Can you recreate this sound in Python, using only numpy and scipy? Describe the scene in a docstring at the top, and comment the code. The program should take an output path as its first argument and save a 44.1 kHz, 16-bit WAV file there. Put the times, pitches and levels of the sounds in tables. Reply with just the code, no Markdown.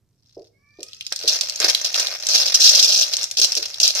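"""A dry block of sand and cement is crumbled by hand over a steel bowl that stands in a plastic tub.
First, over a quiet drone, handling the block gives hollow knocks, and a faint, far call rises,
perhaps an animal's. As the call fades, loose sand trickles and the first lumps snap off.
From just after one second to the end, squeeze after squeeze shears off a rush of grit, with more
snaps and a few knocks. The sand falls into the bowl, which adds a short ring."""
import sys
import numpy as np
from scipy import signal
from scipy.fft import rfft, irfft
from scipy.io import wavfile
from scipy.ndimage import uniform_filter1d

SR = 44100
rng = np.random.default_rng(int(sys.argv[2]) if len(sys.argv) > 2 else 0)


def bounce(signal):
    """Save signal as a 16-bit WAV file at the path given by the first command-line argument."""
    frames = np.transpose(np.atleast_2d(signal))
    limited = np.clip(frames, -1, 1)
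    pcm = np.round(limited * 32767).astype(np.int16)
    wavfile.write(sys.argv[1], SR, pcm)


N = 176400  # 4 seconds

# Tone colour (how strong each frequency is) of the drone: frequency_hz, level_db
DRONE_COLOUR = [(25, -14.5), (60, -8.5), (90, -2.5), (110, 6.5), (140, -6.5), (300, -15.5), (800, -30.5),
                (3000, -38), (14000, -35)]
# Overtones of the far call: pitch_multiple, level_db
CALL_OVERTONES = [(2, -6.5), (3, -5), (4, 6.5), (8, -7), (9, -13), (10, -9)]
# Hollow knocks of the handled block, and later of lumps landing in the bowl: start_s, level_db
HOLLOW_KNOCKS = [(0.367, -25.5), (0.386, -36), (0.786, -30.5), (1.238, -25), (1.6, -28.5), (1.633, -23.5),
                 (3.386, -28.5), (3.566, -28)]
# Tone colour of a knock: frequency_hz, level_db
HOLLOW_COLOUR = [(60, -21), (235, -22.5), (330, -1.5), (430, 1.5), (650, -5), (850, -24.5), (1300, -46),
                 (4000, -77)]
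# Lumps that snap off or land: start_s, level_db, pitch_hz
LUMP_SNAPS = [(0.8304, -15, 5800), (0.9322, -22, 3650), (1.0094, -16.5, 3230), (1.066, -13, 4870),
              (1.1243, -6, 5100), (1.161, -11.5, 5300), (1.191, -16, 5580), (1.279, -3, 5620),
              (1.4105, -0.5, 5020), (1.497, -8, 4930), (1.5594, -13, 6330), (1.6011, -5, 6200),
              (1.6452, -3, 4860), (1.6845, -6, 5460), (1.6987, -2, 4890), (1.7484, 1, 3870),
              (1.8463, -9, 5250), (1.943, -4, 4000), (1.9978, -2.5, 5953), (2.07, -6.5, 4015),
              (2.2686, -4.5, 5655), (2.5463, -9, 4824), (2.7489, 0, 4805), (2.8262, -2.5, 5160),
              (3.1354, -8.5, 4840), (3.1678, -6.5, 5640), (3.2313, -7, 5687), (3.2409, -5, 5664),
              (3.3124, -9.5, 6058), (3.3985, -4, 5932), (3.4158, -3, 5405), (3.4464, 2, 4795),
              (3.5205, -5.5, 5260), (3.5521, -4.5, 5628), (3.7429, -13, 4668), (3.8015, -3.5, 4615),
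              (3.878, 2, 5508), (3.951, -7, 6334)]
# Tone colour of a snap: frequency_hz, level_db
LUMP_COLOUR = [(250, -39), (550, -4), (1200, -26.5), (2400, -3.5), (4800, -1), (7500, -4.5), (10500, -7.5),
               (14000, -6.5)]
# Loose sand running between squeezes: time_s, level_db
SAND_TRICKLE = [(0, -98), (.23, -70), (.3, -65), (.47, -61), (.53, -106), (.78, -65.5), (.81, -48),
                (.92, -54.5), (1.1, -46.5), (1.2, -37), (1.36, -30), (1.55, -36), (1.82, -30),
                (1.92, -36.5), (2.07, -32), (2.18, -39), (2.26, -29), (2.85, -24.5), (3.1, -33),
                (3.23, -31), (3.29, -44.5), (3.36, -41), (3.48, -33.5), (3.71, -40), (4, -36)]
# Squeezes of the hand: start_s, length_s, grit_level_db, crunch_level_db
HAND_SQUEEZES = [(1.12, 0.0028, -41, -30.5), (1.274, 0.019, -16.5, -41.5), (1.299, 0.055, -24, -38),
                 (1.601, 0.042, -24, -29), (1.644, .012, -18, -21.5), (1.681, 0.021, -20, -27.5),
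                 (1.843, 0.023, -22, -37), (1.943, 0.082, -24, -32.5), (2.029, 0.13, -36, -38),
                 (2.286, 0.14, -21, -38), (2.342, 0.017, -15.5, -28.5), (2.456, .025, -23, -46),
                 (2.542, 0.0099, -11, -50), (2.601, .035, -15, -55), (2.638, 0.059, -11, -46),
                 (2.708, 0.026, -19, -33), (2.749, .008, -13, -53), (2.769, 0.012, -17, -35),
                 (2.79, .01, -12, -53), (2.826, 0.027, -14, -59), (2.874, .16, -18.5, -39),
                 (3.37, 0.023, -19, -36.5), (3.413, 0.037, -16.5, -34.5), (3.134, 0.0083, -22.5, -39.5),
                 (3.565, 0.01, -20, -35.5), (3.622, 0.036, -29.5, -42.5), (3.799, .105, -21.5, -37.5),
                 (3.821, 0.033, -16, -38), (3.953, 0.048, -24.5, -35)]
# Tone colour of the bright grit: frequency_hz, level_db
BRIGHT_GRIT_COLOUR = [(250, -51.5), (600, -33), (1200, -13), (2200, -8), (3100, -4.5), (4000, -1),
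                      (4900, 1.5), (5900, 2), (7200, -8.5), (10500, -16.5), (14000, -11)]
# Tone colour of the low crunch in the block's body: frequency_hz, level_db
LOW_CRUNCH_COLOUR = [(120, -27), (240, -26.5), (380, -4.5), (620, 4.5), (900, -3.5), (1500, -0.5),
                     (2400, 4), (4500, -45.5), (10000, -22)]
# Tone colour of the duller left microphone: frequency_hz, level_db
LEFT_MIC_COLOUR = [(100, -2.5), (6000, 0), (9000, -1.5), (13000, -14)]

ROOM_FADE_S = .43  # every fade time here is the time to fall by 60 dB
CLUMPS_PER_S = 70  # sand comes in small clumps, each with its own level and pitch


def from_db(db):
    """Turn decibels into a number to multiply by."""
    return 10 ** (np.asarray(db) / 20)


def fade(t, fade_s):
    """A curve that falls by 60 dB every fade_s seconds."""
    return from_db(-60 * t / fade_s)


def rms_one(x):
    """Scale a signal so that its average strength (rms) is 1."""
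    return x / np.sqrt(np.mean(x ** 2) + 1e-20)


def drift(turns_per_s):
    """A random wandering curve of average strength 1."""
    points = rng.standard_normal(N // 40)
    return rms_one(np.interp(np.arange(N) / SR * turns_per_s, np.arange(len(points)), points))


def through(x, response):
    """Filter a sound, given the filter's response to one click."""
    return signal.fftconvolve(x, np.atleast_2d(response), axes=1)[:, :N]


def colour(points, size=4096):
    """The click response of a filter with the given tone colour."""
    hz, db = np.transpose(points)
    grid_hz = np.arange(size // 2 + 1) * SR / size + 1
    gain = from_db(np.interp(np.log(grid_hz), np.log(hz), db))
    cepstrum = irfft(np.log(gain))
    # Fold it so that nothing sounds before the click (minimum phase).
    cepstrum[1:size // 2] *= 2
    cepstrum[size // 2 + 1:] = 0
    return irfft(np.exp(rfft(cepstrum)))


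def echoes(fade_s):
    """Many echoes blur into a stereo tail of fading noise."""
    t = np.arange(SR // 2) / SR
    tail = rng.standard_normal((2, len(t))) * fade(t, fade_s) * (1 - np.exp(-t / .00088))
    return tail / np.sqrt(np.sum(tail ** 2) / 2)


def add_ring(x, pitch_hz, sharpness, ring_db):
    """Add a ring at one pitch; a sharper ring lasts longer."""
    return x + from_db(ring_db) * signal.lfilter(*signal.iirpeak(pitch_hz, sharpness, fs=SR), x)


def drone(level_db=-64):
    """A quiet, low background noise, mostly alike on the left and right."""
    noise = rng.standard_normal(N) + .32 * rng.standard_normal((2, N))
    return from_db(level_db) * rms_one(through(noise, colour(DRONE_COLOUR)))


def far_call(start_s=.52, length_s=.62, pitch_hz=540, rise_hz_per_s=240, gain_db=-59.5, flicker_db=3):
    """A thin, slowly rising call whose overtones waver, blurred by distance."""
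    t = np.arange(N) / SR - start_s
    wavering_hz = (pitch_hz + rise_hz_per_s * t) * (1 + .0119 * drift(150.6))
    phase = 2 * np.pi * np.cumsum(wavering_hz) / SR
    swell = np.sin(np.pi * np.clip(t / length_s, 0, 1))
    tone = sum(from_db(gain_db + db + flicker_db * drift(20.03)) * np.sin(multiple * phase)
               for multiple, db in CALL_OVERTONES)
    call = swell * tone * np.ones((2, 1))
    return (call + through(call, echoes(ROOM_FADE_S))) / 2


def knocks(rise_s=.0011, fade_s=.19, gain_db=-2.5):
    """Soft bumps on the block, or lumps landing, start a dull, hollow boom of many close pitches."""
    t = np.arange(SR // 2) / SR
    out, response = np.zeros(N + SR), colour(HOLLOW_COLOUR)
    for start_s, db in HOLLOW_KNOCKS:
        bump = rng.standard_normal((1, len(t))) * np.minimum(t / rise_s, 1) * fade(t, fade_s)
        boom = through(bump, response)[0]
        at = int(start_s * SR)
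        out[at:at + len(boom)] += from_db(db + gain_db) * boom / np.abs(boom).max()
    return out[:N]


def snaps(crack_fade_s=.0087, crumb_fade_s=.017, crumb_db=-14, gain_db=2):
    """Each lump breaks with a brief, ringing crack, followed by a scatter of crumbs."""
    t = np.arange(SR // 10) / SR
    out, response = np.zeros((2, N + SR)), colour(LUMP_COLOUR)
    for start_s, db, pitch_hz in LUMP_SNAPS:
        crack_noise, crumb_noise = rng.standard_normal((2, 2, len(t)))
        crack = np.sign(crack_noise) * fade(t, crack_fade_s)
        crumbs = from_db(crumb_db) * crumb_noise * np.abs(crumb_noise) / 2 * fade(t, crumb_fade_s)
        snap = through(add_ring(crack + crumbs, pitch_hz, sharpness=3.65, ring_db=21), response)
        at = int(start_s * SR)
        out[:, at:at + snap.shape[1]] += from_db(db + gain_db) * snap / np.abs(snap).max()
    return out[:, :N]


def sand_flow(clump_db=2, crunch_from_s=1.2, rise_s=.002, release_s=.009):
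    """How strong the grit and the crunch are over time: the trickle plus every squeeze."""
    t = np.arange(N) / SR
    trickle = from_db(np.interp(t, *np.transpose(SAND_TRICKLE)) + clump_db * drift(CLUMPS_PER_S))
    # Once the block is pressed, its body crunches along with the trickle.
    body = trickle * from_db(-9.5) * (t > crunch_from_s)
    power = np.array([trickle, body]) ** 2
    for start_s, length_s, grit_db, crunch_db in HAND_SQUEEZES:
        press = np.clip((t - start_s) / rise_s, 0, 1)
        let_go = np.exp(-np.maximum(t - start_s - length_s, 0) / release_s)
        power += (from_db([[grit_db], [crunch_db]]) * press * let_go) ** 2
    return np.sqrt(power)


def grains(start_s, size, pitch_hz, longest_bounce_s=.0018, bounce_db=-7):
    """Each grain clicks and rings briefly; its sound bounces twice off the bowl's wall."""
    rings_hz = np.geomspace(2600, 7600, 16)
    nearest_ring = np.abs(np.log(pitch_hz[:, None] / rings_hz)).argmin(axis=1)
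    left_lag_s = .0001 + .00008 * rng.standard_normal(len(start_s))
    bounce_s = longest_bounce_s * rng.uniform(.2, 1, (len(start_s), 2, 2))
    heights = size[:, None] * from_db([0, bounce_db, bounce_db])
    out = np.zeros((2, N))
    for channel, side in enumerate((1, -1)):
        direct_s = start_s + side * left_lag_s / 2
        arrivals_s = np.c_[direct_s, direct_s[:, None] + bounce_s[:, channel]]
        at = np.clip((arrivals_s * SR).astype(int), 0, N)
        for k, ring_hz in enumerate(rings_hz):
            chosen = nearest_ring == k
            clicks = np.bincount(at[chosen].ravel(), heights[chosen].ravel(), N + 1)[:N] + 1e-18
            out[channel] += add_ring(clicks, ring_hz, sharpness=7.5, ring_db=11)
    return out


def crumbling(full_flow_db=-18, full_grains_per_s=1900, middle_hz=4932, size_spread_db=6):
    """Grains of very uneven size stream down, heard as bright grit and as a crunch through the block."""
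    grit, crunch = sand_flow()
    # A stronger flow carries more grains.
    grains_per_s = full_grains_per_s * (grit / from_db(full_flow_db) + .05) ** .65
    at = np.flatnonzero(rng.random(N) < grains_per_s / SR)
    sign_luck, size_luck, pitch_luck = rng.standard_normal((N, 3))[at].T
    size = np.sign(sign_luck) * from_db(size_spread_db * np.minimum(size_luck, 2))
    octaves = .24 * pitch_luck + .12 * drift(CLUMPS_PER_S)[at]
    stream = grains(at / SR, size, middle_hz * 2 ** octaves)
    out = np.zeros((2, N))
    for flow, gain_db, points in ((grit, 2.5, BRIGHT_GRIT_COLOUR), (crunch, 2, LOW_CRUNCH_COLOUR)):
        layer = rms_one(through(stream, colour(points)))
        # Even out the layer over about 30 ms, so that the flow sets its loudness.
        power = uniform_filter1d(np.mean(layer ** 2, axis=0), int(.0302 * SR))
        out += from_db(gain_db) * flow * layer / np.sqrt(power + .0023)
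    return out


def scene(bowl_fade_s=.038, bowl_db=-4.5, room_db=-11.5):
    """Mix it all: the bowl gives the sand a short, bright ring, and the surroundings echo a little."""
    sand = crumbling() + snaps()
    treble = signal.sosfilt(signal.butter(2, 1200, "high", fs=SR, output="sos"), sand)
    bowl_ring = from_db(bowl_db) * through(treble, echoes(bowl_fade_s))
    near = sand + bowl_ring + knocks()
    room_echo = from_db(room_db) * through(near, echoes(ROOM_FADE_S))
    return near + room_echo + far_call() + drone()


def record(dry, cutoff_hz=14400):
    """The left microphone is duller, the tallest peaks are rounded and the highest treble is cut."""
    mics = np.vstack([through(dry[:1], colour(LEFT_MIC_COLOUR)), dry[1:]])
    rounded = mics / (1 + mics ** 4) ** (1 / 4)
    return signal.sosfilt(signal.ellip(10, .3, 70, cutoff_hz, fs=SR, output="sos"), rounded)


dry = scene()
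out = record(dry)
bounce(out)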